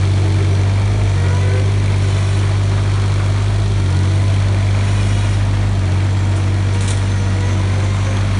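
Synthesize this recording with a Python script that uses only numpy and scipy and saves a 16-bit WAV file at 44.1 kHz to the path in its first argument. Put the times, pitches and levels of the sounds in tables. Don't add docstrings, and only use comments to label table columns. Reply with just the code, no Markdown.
import sys
import numpy as np
from scipy import signal
from scipy.fft import rfft, irfft, next_fast_len
from scipy.io import wavfile

SR = 44100
rng = np.random.default_rng(int(sys.argv[2]) if len(sys.argv) > 2 else 0)


def to_wav(s):
    ch = np.atleast_2d(s).T
    pcm = np.round(np.clip(ch, -1, 1) * 32767)
    wavfile.write(sys.argv[1], SR, pcm.astype(np.int16))


N = 369999
TIME = np.arange(N) / SR
CUTOFF_HZ = 11200


def from_db(db):
    return 10 ** (np.asarray(db) / 20)


def rms_one(x):
    return x / np.sqrt(np.mean(x ** 2) + 1e-20)


def in_time(rows):
    times, values = np.transpose(rows)
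    return np.interp(TIME, times, values)


def cycles(rate_hz):
    return np.cumsum(rate_hz) / SR


def noise():
    return rng.standard_normal(N)


def drift(rate_hz):
    step, settle = 40, 2000
    r = np.exp(-2 * np.pi * rate_hz * step / SR)
    steps = rng.standard_normal(N // step + settle + 2)
    slow = signal.lfilter([1], [1, -2 * r, r * r], steps)[settle:]
    return np.interp(np.arange(N) / step, np.arange(len(slow)), rms_one(slow))


def at_hz(spectrum, hz):
    points, db = np.transpose(spectrum)
    return from_db(np.interp(np.log(hz), np.log(points), db))


def colour(x, spectrum):
    size = next_fast_len(N + 4096)
    bins = np.maximum(np.fft.rfftfreq(size, 1 / SR), 1)
    gain = at_hz(spectrum, bins) * (bins < CUTOFF_HZ)
    return irfft(rfft(x, size) * rms_one(gain), size)[:N]


def resonate(x, hz, width_hz):
    r = np.exp(-np.pi * width_hz / SR)
    return signal.lfilter([1, 0, -1], [1, -2 * r * np.cos(2 * np.pi * hz / SR), r * r], x)


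def boom(hz, width_hz):
    once = resonate(noise(), hz, width_hz)
    return rms_one(resonate(once, hz, width_hz))


def partials(phase, table, waver_db, waver_hz, jitter):
    total = 0
    for order, db in table:
        level = np.sqrt(2) * from_db(db + waver_db * drift(waver_hz))
        turn = order * phase + rng.random() + jitter * drift(waver_hz)
        total = total + level * np.sin(2 * np.pi * turn)
    return total


def swells(events, ramp_s):
    total = 0
    for start, length, db in events:
        inside = np.minimum(TIME - start, start + length - TIME)
        total = total + from_db(db) * np.clip(.5 + inside / ramp_s, 0, 1)
    return total


def follow(x, seconds):
    r = np.exp(-1 / (max(seconds, 1 / SR) * SR))
    return x[0] + signal.lfilter([1 - r], [1, -r], x - x[0])


# (time [s], share [0-1])
SWING = [(0, 0.42), (3.6, 0.19), (4.9, 0.79), (8.39, 0.9)]


def swing():
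    return in_time(SWING)


# (start [s], length [s], level [dB])
BRUSHES = [(1.22, 0.16, -38), (2.13, 0.35, -39.5), (2.55, 1.08, -39.5), (4.9, 0.5, -49), (6.25, 0.62, -52),
           (7.85, .8, -40.5)]


def leaves():
    flutter = from_db(1.3 * drift(40))
    return swells(BRUSHES, ramp_s=0.35) * flutter * boom(hz=1160, width_hz=520)


# (time [s], starting level [dB], time to fall by 8.7 dB [s])
TWIGS = [(6.362, -34.5, 0.035), (6.734, -37.5, 0.08), (6.807, -29, 0.029), (6.82, -34.5, 0.18),
         (6.878, -23.5, 0.014), (6.886, -21, 0.018), (6.905, -21.5, 0.011), (6.912, -28.5, 0.026),
         (6.971, -31.5, 0.016)]
# (frequency [Hz], relative level per Hz [dB])
TWIG_TONE = [(900, -10), (1900, -2), (2800, -2.5), (3900, 1.5), (4800, -8.5), (6500, -2), (7100, -1.5),
             (7800, -2.5), (8700, 0.5), (10500, -3.5)]


def twigs(snaps_per_s=3500, spread_db=4):
    power = 0
    for start, db, length in TWIGS:
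        dying = np.exp(-2 * np.abs(TIME - start) / length)
        power = power + from_db(db) ** 2 * (TIME >= start) * dying
    strength = from_db(spread_db * np.minimum(rng.exponential(1, N), 3))
    snaps = (rng.random(N) < snaps_per_s / SR) * rng.choice([-1, 1], N) * strength
    return colour(rms_one(snaps) * np.sqrt(power), TWIG_TONE)


# (time [s], gear tooth rate [Hz])
MOTOR_SPEED = [(0, 440), (.3, 440), (.6, 452), (1.05, 452), (1.45, 502), (1.65, 513), (2.6, 490),
               (3.3, 464), (3.77, 453), (4.08, 496), (4.28, 508), (5.2, 481), (5.93, 452), (6.5, 473),
               (7.3, 475), (7.85, 522), (8.08, 535), (8.39, 538)]


def motor_tooth_rate():
    return in_time(MOTOR_SPEED)


# (start [s], length [s], oil flow level [dB])
OIL_SWELLS = [(2.0, 0.47, -42), (4.0, .45, -49), (4.8, 0.59, -40.5), (8.3, .3, -46)]
# (frequency [Hz], relative level per Hz [dB])
OIL_TONE = [(1500, -17), (2300, 3.5), (3800, -3), (4700, -7.5), (5400, 2.5), (6200, 0.5), (6900, 3.5),
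            (7700, -2.5), (8700, 1.5), (10500, 2.5)]
# (multiple of the tooth rate, level relative to the flow [dB])
RIPPLE = [(2, -5.5), (3, -6.5), (4, -7), (5, -6.5), (6, -5), (7, -8.5), (8, -9.5), (11, -11), (12, -10.5),
          (14, -14), (18, -14)]
VALVE_RAMP_S, VALVE_LEAK_DB = 0.18, -52


def oil_valves():
    ripple = partials(cycles(motor_tooth_rate()), RIPPLE, waver_db=4.5, waver_hz=35, jitter=.3)
    flow = np.hypot(from_db(VALVE_LEAK_DB), swells(OIL_SWELLS, VALVE_RAMP_S))
    return flow * from_db(0.61 * drift(25)) * (colour(noise(), OIL_TONE) + ripple)


# (time [s], level [dB])
AIR_LEVEL = [(0, -34.5), (.9, -33.5), (2.3, -33), (3.7, -34.5), (5.2, -32), (6.1, -34), (7.3, -32.5),
             (8.39, -31)]
# (frequency [Hz], relative level per Hz [dB])
AIR_TONE = [(300, -26.5), (700, -3.5), (950, 0.5), (1400, -2.5), (1900, -3), (2400, -5.5), (2800, -9),
            (4500, -18.5), (10000, -28)]


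def rotor_air():
    level = from_db(in_time(AIR_LEVEL) + 1.34 * drift(30))
    return level * colour(noise(), AIR_TONE)


# (multiple of the tooth rate, coasting [dB], added when driven [dB], added once swung round [dB])
GROWL = [(1, -54, 16, -3), (2, -45.5, 5, -2.5), (3, -56, 12, -2.5), (4, -57.5, 10, 0.5)]
# (frequency [Hz], gain [dB])
HOUSING = [(440, 2), (465, 1.5), (480, 2.5), (540, 1.5), (870, -1.5), (950, 0), (1100, -2), (1350, -0.5),
           (1460, 1.5), (1820, -6), (1910, 5.5), (2100, 0)]


def motor_growl(tooth_hz, drive):
    teeth, turn = cycles(tooth_hz), swing()
    total = 0
    for order, coasting_db, driven_db, swung_db in GROWL:
        level = from_db(coasting_db + driven_db * drive + swung_db * turn)
        tone = partials(teeth, [(order, 0)], waver_db=3.0, waver_hz=8.9, jitter=0.04)
        total = total + level * at_hz(HOUSING, order * tooth_hz) * tone
    return total


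# (multiple of the tooth rate, relative level [dB])
WHISTLE = [(7, -0.5), (9, -10), (11, -4), (12, -2.5), (13, -1), (14, -6.5), (15, -4), (16, -2), (18, -4)]
# (frequency [Hz], gain [dB])
HOOD = [(3000, -6), (4300, 3), (4750, -10.5), (5250, -1.5), (5500, -9), (5850, 4), (6150, 0), (6420, 4.5),
        (6560, -6), (6800, -3.5), (7050, -5.5), (7380, 4), (7600, -13), (8800, -7)]
WHISTLE_DB, WHISTLE_DRIVEN_DB, WHISTLE_SWUNG_DB = -65, 9.5, 8


def motor_whistle(tooth_hz, drive):
    teeth = cycles(tooth_hz)
    total = 0
    for order, db in WHISTLE:
        tone = partials(teeth, [(order, db)], waver_db=3.5, waver_hz=8, jitter=0.039)
        total = total + at_hz(HOOD, order * tooth_hz) * tone
    return from_db(WHISTLE_DB + WHISTLE_DRIVEN_DB * drive + WHISTLE_SWUNG_DB * swing()) * total


# (start [s], length [s], pressure relative to full [dB])
FEEDS = [(.1, 0.93, -7), (1.03, 0.64, .5), (3.8, .45, -3), (6.02, .6, -6), (6.65, 0.97, -1),
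         (7.66, 0.54, -1)]


def flail_head():
    tooth_hz = motor_tooth_rate()
    drive = swells(FEEDS, ramp_s=0.2)
    return motor_growl(tooth_hz, drive) + motor_whistle(tooth_hz, drive) + rotor_air()


# (time [s], firing rate [Hz])
FIRING = [(0.0, 48.28), (0.58, 48.13), (0.98, 50.96), (1.22, 46.77), (1.76, 49.94), (1.99, 48.66),
          (2.84, 49.65), (3.27, 49.27), (3.48, 50.67), (3.74, 50.43), (3.91, 46.21), (4.2, 48.9),
          (4.82, 49.33), (4.93, 50.01), (5.71, 49.89), (5.88, 46.49), (6.07, 48.6), (6.38, 48.14),
          (6.89, 48.9), (7.63, 47.94), (8.24, 49.65), (8.39, 48.79)]


def firing_rate():
    return in_time(FIRING)


FREE_FIRING_HZ, FULL_LOAD_SAG_HZ = 50, 3


def engine_gain(voice):
    free_db, load_db, swung_db, lag_s = voice
    load = (FREE_FIRING_HZ - firing_rate()) / FULL_LOAD_SAG_HZ
    return from_db(free_db + load_db * follow(load, lag_s) + swung_db * swing())


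# (multiple of the firing rate, relative level [dB])
FAN = [(4.9, -6.5), (6.73, 0), (13.46, -12.5)]
# (start [s], length [s], gain added to the resting gain [dB])
FAN_SWELLS = [(.05, 0.46, -34.5), (3.8, 0.45, -39.5), (5.85, .85, -37.5), (7.2, .6, -41)]
FAN_REST_DB, FAN_RAMP_S = -43, 0.27


def fan(firings):
    level = from_db(FAN_REST_DB) + swells(FAN_SWELLS, FAN_RAMP_S)
    return level * partials(firings, FAN, waver_db=1.5, waver_hz=4.0, jitter=0.032)


# (time [s], level [dB])
RUMBLE_LEVEL = [(0, -30.5), (.9, -28), (1.4, -30), (2.2, -29), (3.9, -31.5), (4.6, -28.5), (6.1, -31),
                (8.39, -30)]
# (frequency [Hz], relative level per Hz [dB])
RUMBLE_TONE = [(20, -10.5), (45, 1.5), (120, 3), (215, -8), (290, 0), (390, -3.5), (450, -7), (580, -4.5),
               (670, -2), (760, -9), (1100, -22.5), (3000, -44)]


def rumble():
    return from_db(in_time(RUMBLE_LEVEL)) * colour(noise(), RUMBLE_TONE)


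# (running free [dB], added at full load [dB], added once swung round [dB], lag behind the load [s])
DEEP_BOOM = (-41.5, 0, 8, 4.2)
# (time [s], level [dB])
HOLLOW_LEVEL = [(0, -39.5), (.45, -31), (.75, -41), (1.2, -39.5), (1.5, -28.5), (2, -38), (3, -39),
                (3.9, -35), (5.6, -55.5), (8.39, -41)]


def engine_cover():
    deep = engine_gain(DEEP_BOOM) * boom(hz=192.0, width_hz=120)
    hollow = from_db(in_time(HOLLOW_LEVEL)) * boom(hz=386.3, width_hz=43)
    return deep + hollow


# (running free [dB], added at full load [dB], added once swung round [dB], lag [s], 0 or less = at once)
CRACK = (-53.5, 9, -10.5, -1.8)
# (frequency [Hz], relative level per Hz [dB])
CRACK_TONE = [(1500, -8.5), (4000, -5.5), (4900, 1), (6000, 2.5), (7700, -6.5), (9000, 6.5), (10500, -1.5)]


def injection(firings, delay=.57, decay=.08):
    age = (firings - delay) % 1
    cracks = colour(noise() * np.exp(-age / decay), CRACK_TONE)
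    return engine_gain(CRACK) * rms_one(cracks)


# (relative clatter [dB], relative block ring [dB])
CYLINDERS = [(0, 0.5), (-8.5, 2.5), (0, -6)]
# (frequency [Hz], relative level per Hz [dB])
CLATTER_TONE = [(1200, -19), (2300, -4), (3020, -3.5), (3180, 4.5), (3700, 2), (4400, 2.5), (4900, -7),
                (5800, -2.5), (6600, -6), (7800, -8.5), (9000, -7.5), (10500, -12)]
# (time [s], level [dB])
CLATTER_LEVEL = [(0, -36), (.8, -38), (3, -36.5), (5.2, -38), (5.8, -40), (7.3, -38.5), (8.39, -37.5)]
# (frequency [Hz], width [Hz], relative blow strength [dB])
BLOCK_MODES = [(2176, 140, -2.5), (2342, 72, -1.5)]
# (time [s], level [dB])
BLOCK_LEVEL = [(0, -40), (1.9, -41.5), (2.5, -42.5), (3.7, -47), (4.7, -39), (5.6, -48.5), (6.7, -42.5),
               (8, -43.5), (8.39, -40.5)]


def combustion(firings, delay=.57, decay=0.2, scatter_db=2.26):
    stroke, age = np.divmod(firings - delay, 1)
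    stroke = stroke.astype(int)
    rattle_db, ring_db = np.array(CYLINDERS)[stroke % 3].T
    chance_db = scatter_db * rng.standard_normal((stroke.max() + 2, 2))
    rattle_chance_db, ring_chance_db = chance_db[stroke].T

    bursts = from_db(rattle_db + rattle_chance_db) * np.exp(-age / decay)
    steady = .52
    clatter = rms_one(colour(noise() * np.hypot(steady, bursts), CLATTER_TONE))

    fires = np.diff(stroke, prepend=stroke[0]) > 0
    blows = fires * from_db(ring_db + ring_chance_db)
    block = 0
    for hz, width_hz, db in BLOCK_MODES:
        block = block + from_db(db) * resonate(blows * rng.choice([-1, 1], N), hz, width_hz)
    block = resonate(block, hz=2180, width_hz=580)
    return from_db(in_time(CLATTER_LEVEL)) * clatter + from_db(in_time(BLOCK_LEVEL)) * rms_one(block)


# (running free [dB], added at full load [dB], added once swung round [dB],
# lag behind the load [s], 0 or less = at once)
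THUD = (-24, -9.5, 1.5, .09)
DRONE = (-14.5, 1.8, 0.5, .16)
THIRD_HARMONIC = (-29.5, 7.5, -8, -0.4)
EXHAUST_EDGE = (-2.5, -1, 3.5, 2.5)
# (time [s], change of the drone's level [dB])
TAILPIPE = [(0, -0.5), (3.6, -1.1), (4.3, -0.6), (7.1, -2.6), (8.39, -2.7)]
# (cycles per round of three firings, level [dB])
OVERTONES = [(7, -38.5), (8, -47), (10, -41), (12, -33.5), (15, -39), (18, -43.5), (21, -53), (24, -46.5),
             (27, -56.5), (30, -48)]


def exhaust(firings, unsteady=0.0018):
    phase = 2 * np.pi * (firings + unsteady * drift(8.6))
    thud = engine_gain(THUD) * from_db(0.37 * drift(4.4)) * np.cos(phase)
    facing = from_db(in_time(TAILPIPE) + 0.26 * drift(31))
    drone = engine_gain(DRONE) * facing * np.sin(2 * phase)
    third = engine_gain(THIRD_HARMONIC) * from_db(1.2 * drift(9)) * np.sin(3 * phase)
    overtones = partials(firings / 3, OVERTONES, waver_db=1.5, waver_hz=4, jitter=.025)
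    return np.sqrt(2) * (drone + third - thud) + engine_gain(EXHAUST_EDGE) * overtones


def diesel():
    firings = cycles(firing_rate())
    knock = injection(firings) + combustion(firings)
    return fan(firings) + rumble() + engine_cover() + knock + exhaust(firings)


def scene():
    return (leaves() + twigs() + oil_valves() + flail_head() + diesel())[None]


def record(dry):
    return signal.sosfilt(signal.cheby2(14, 60, CUTOFF_HZ, fs=SR, output="sos"), dry)


dry = scene()
out = record(dry)
to_wav(out)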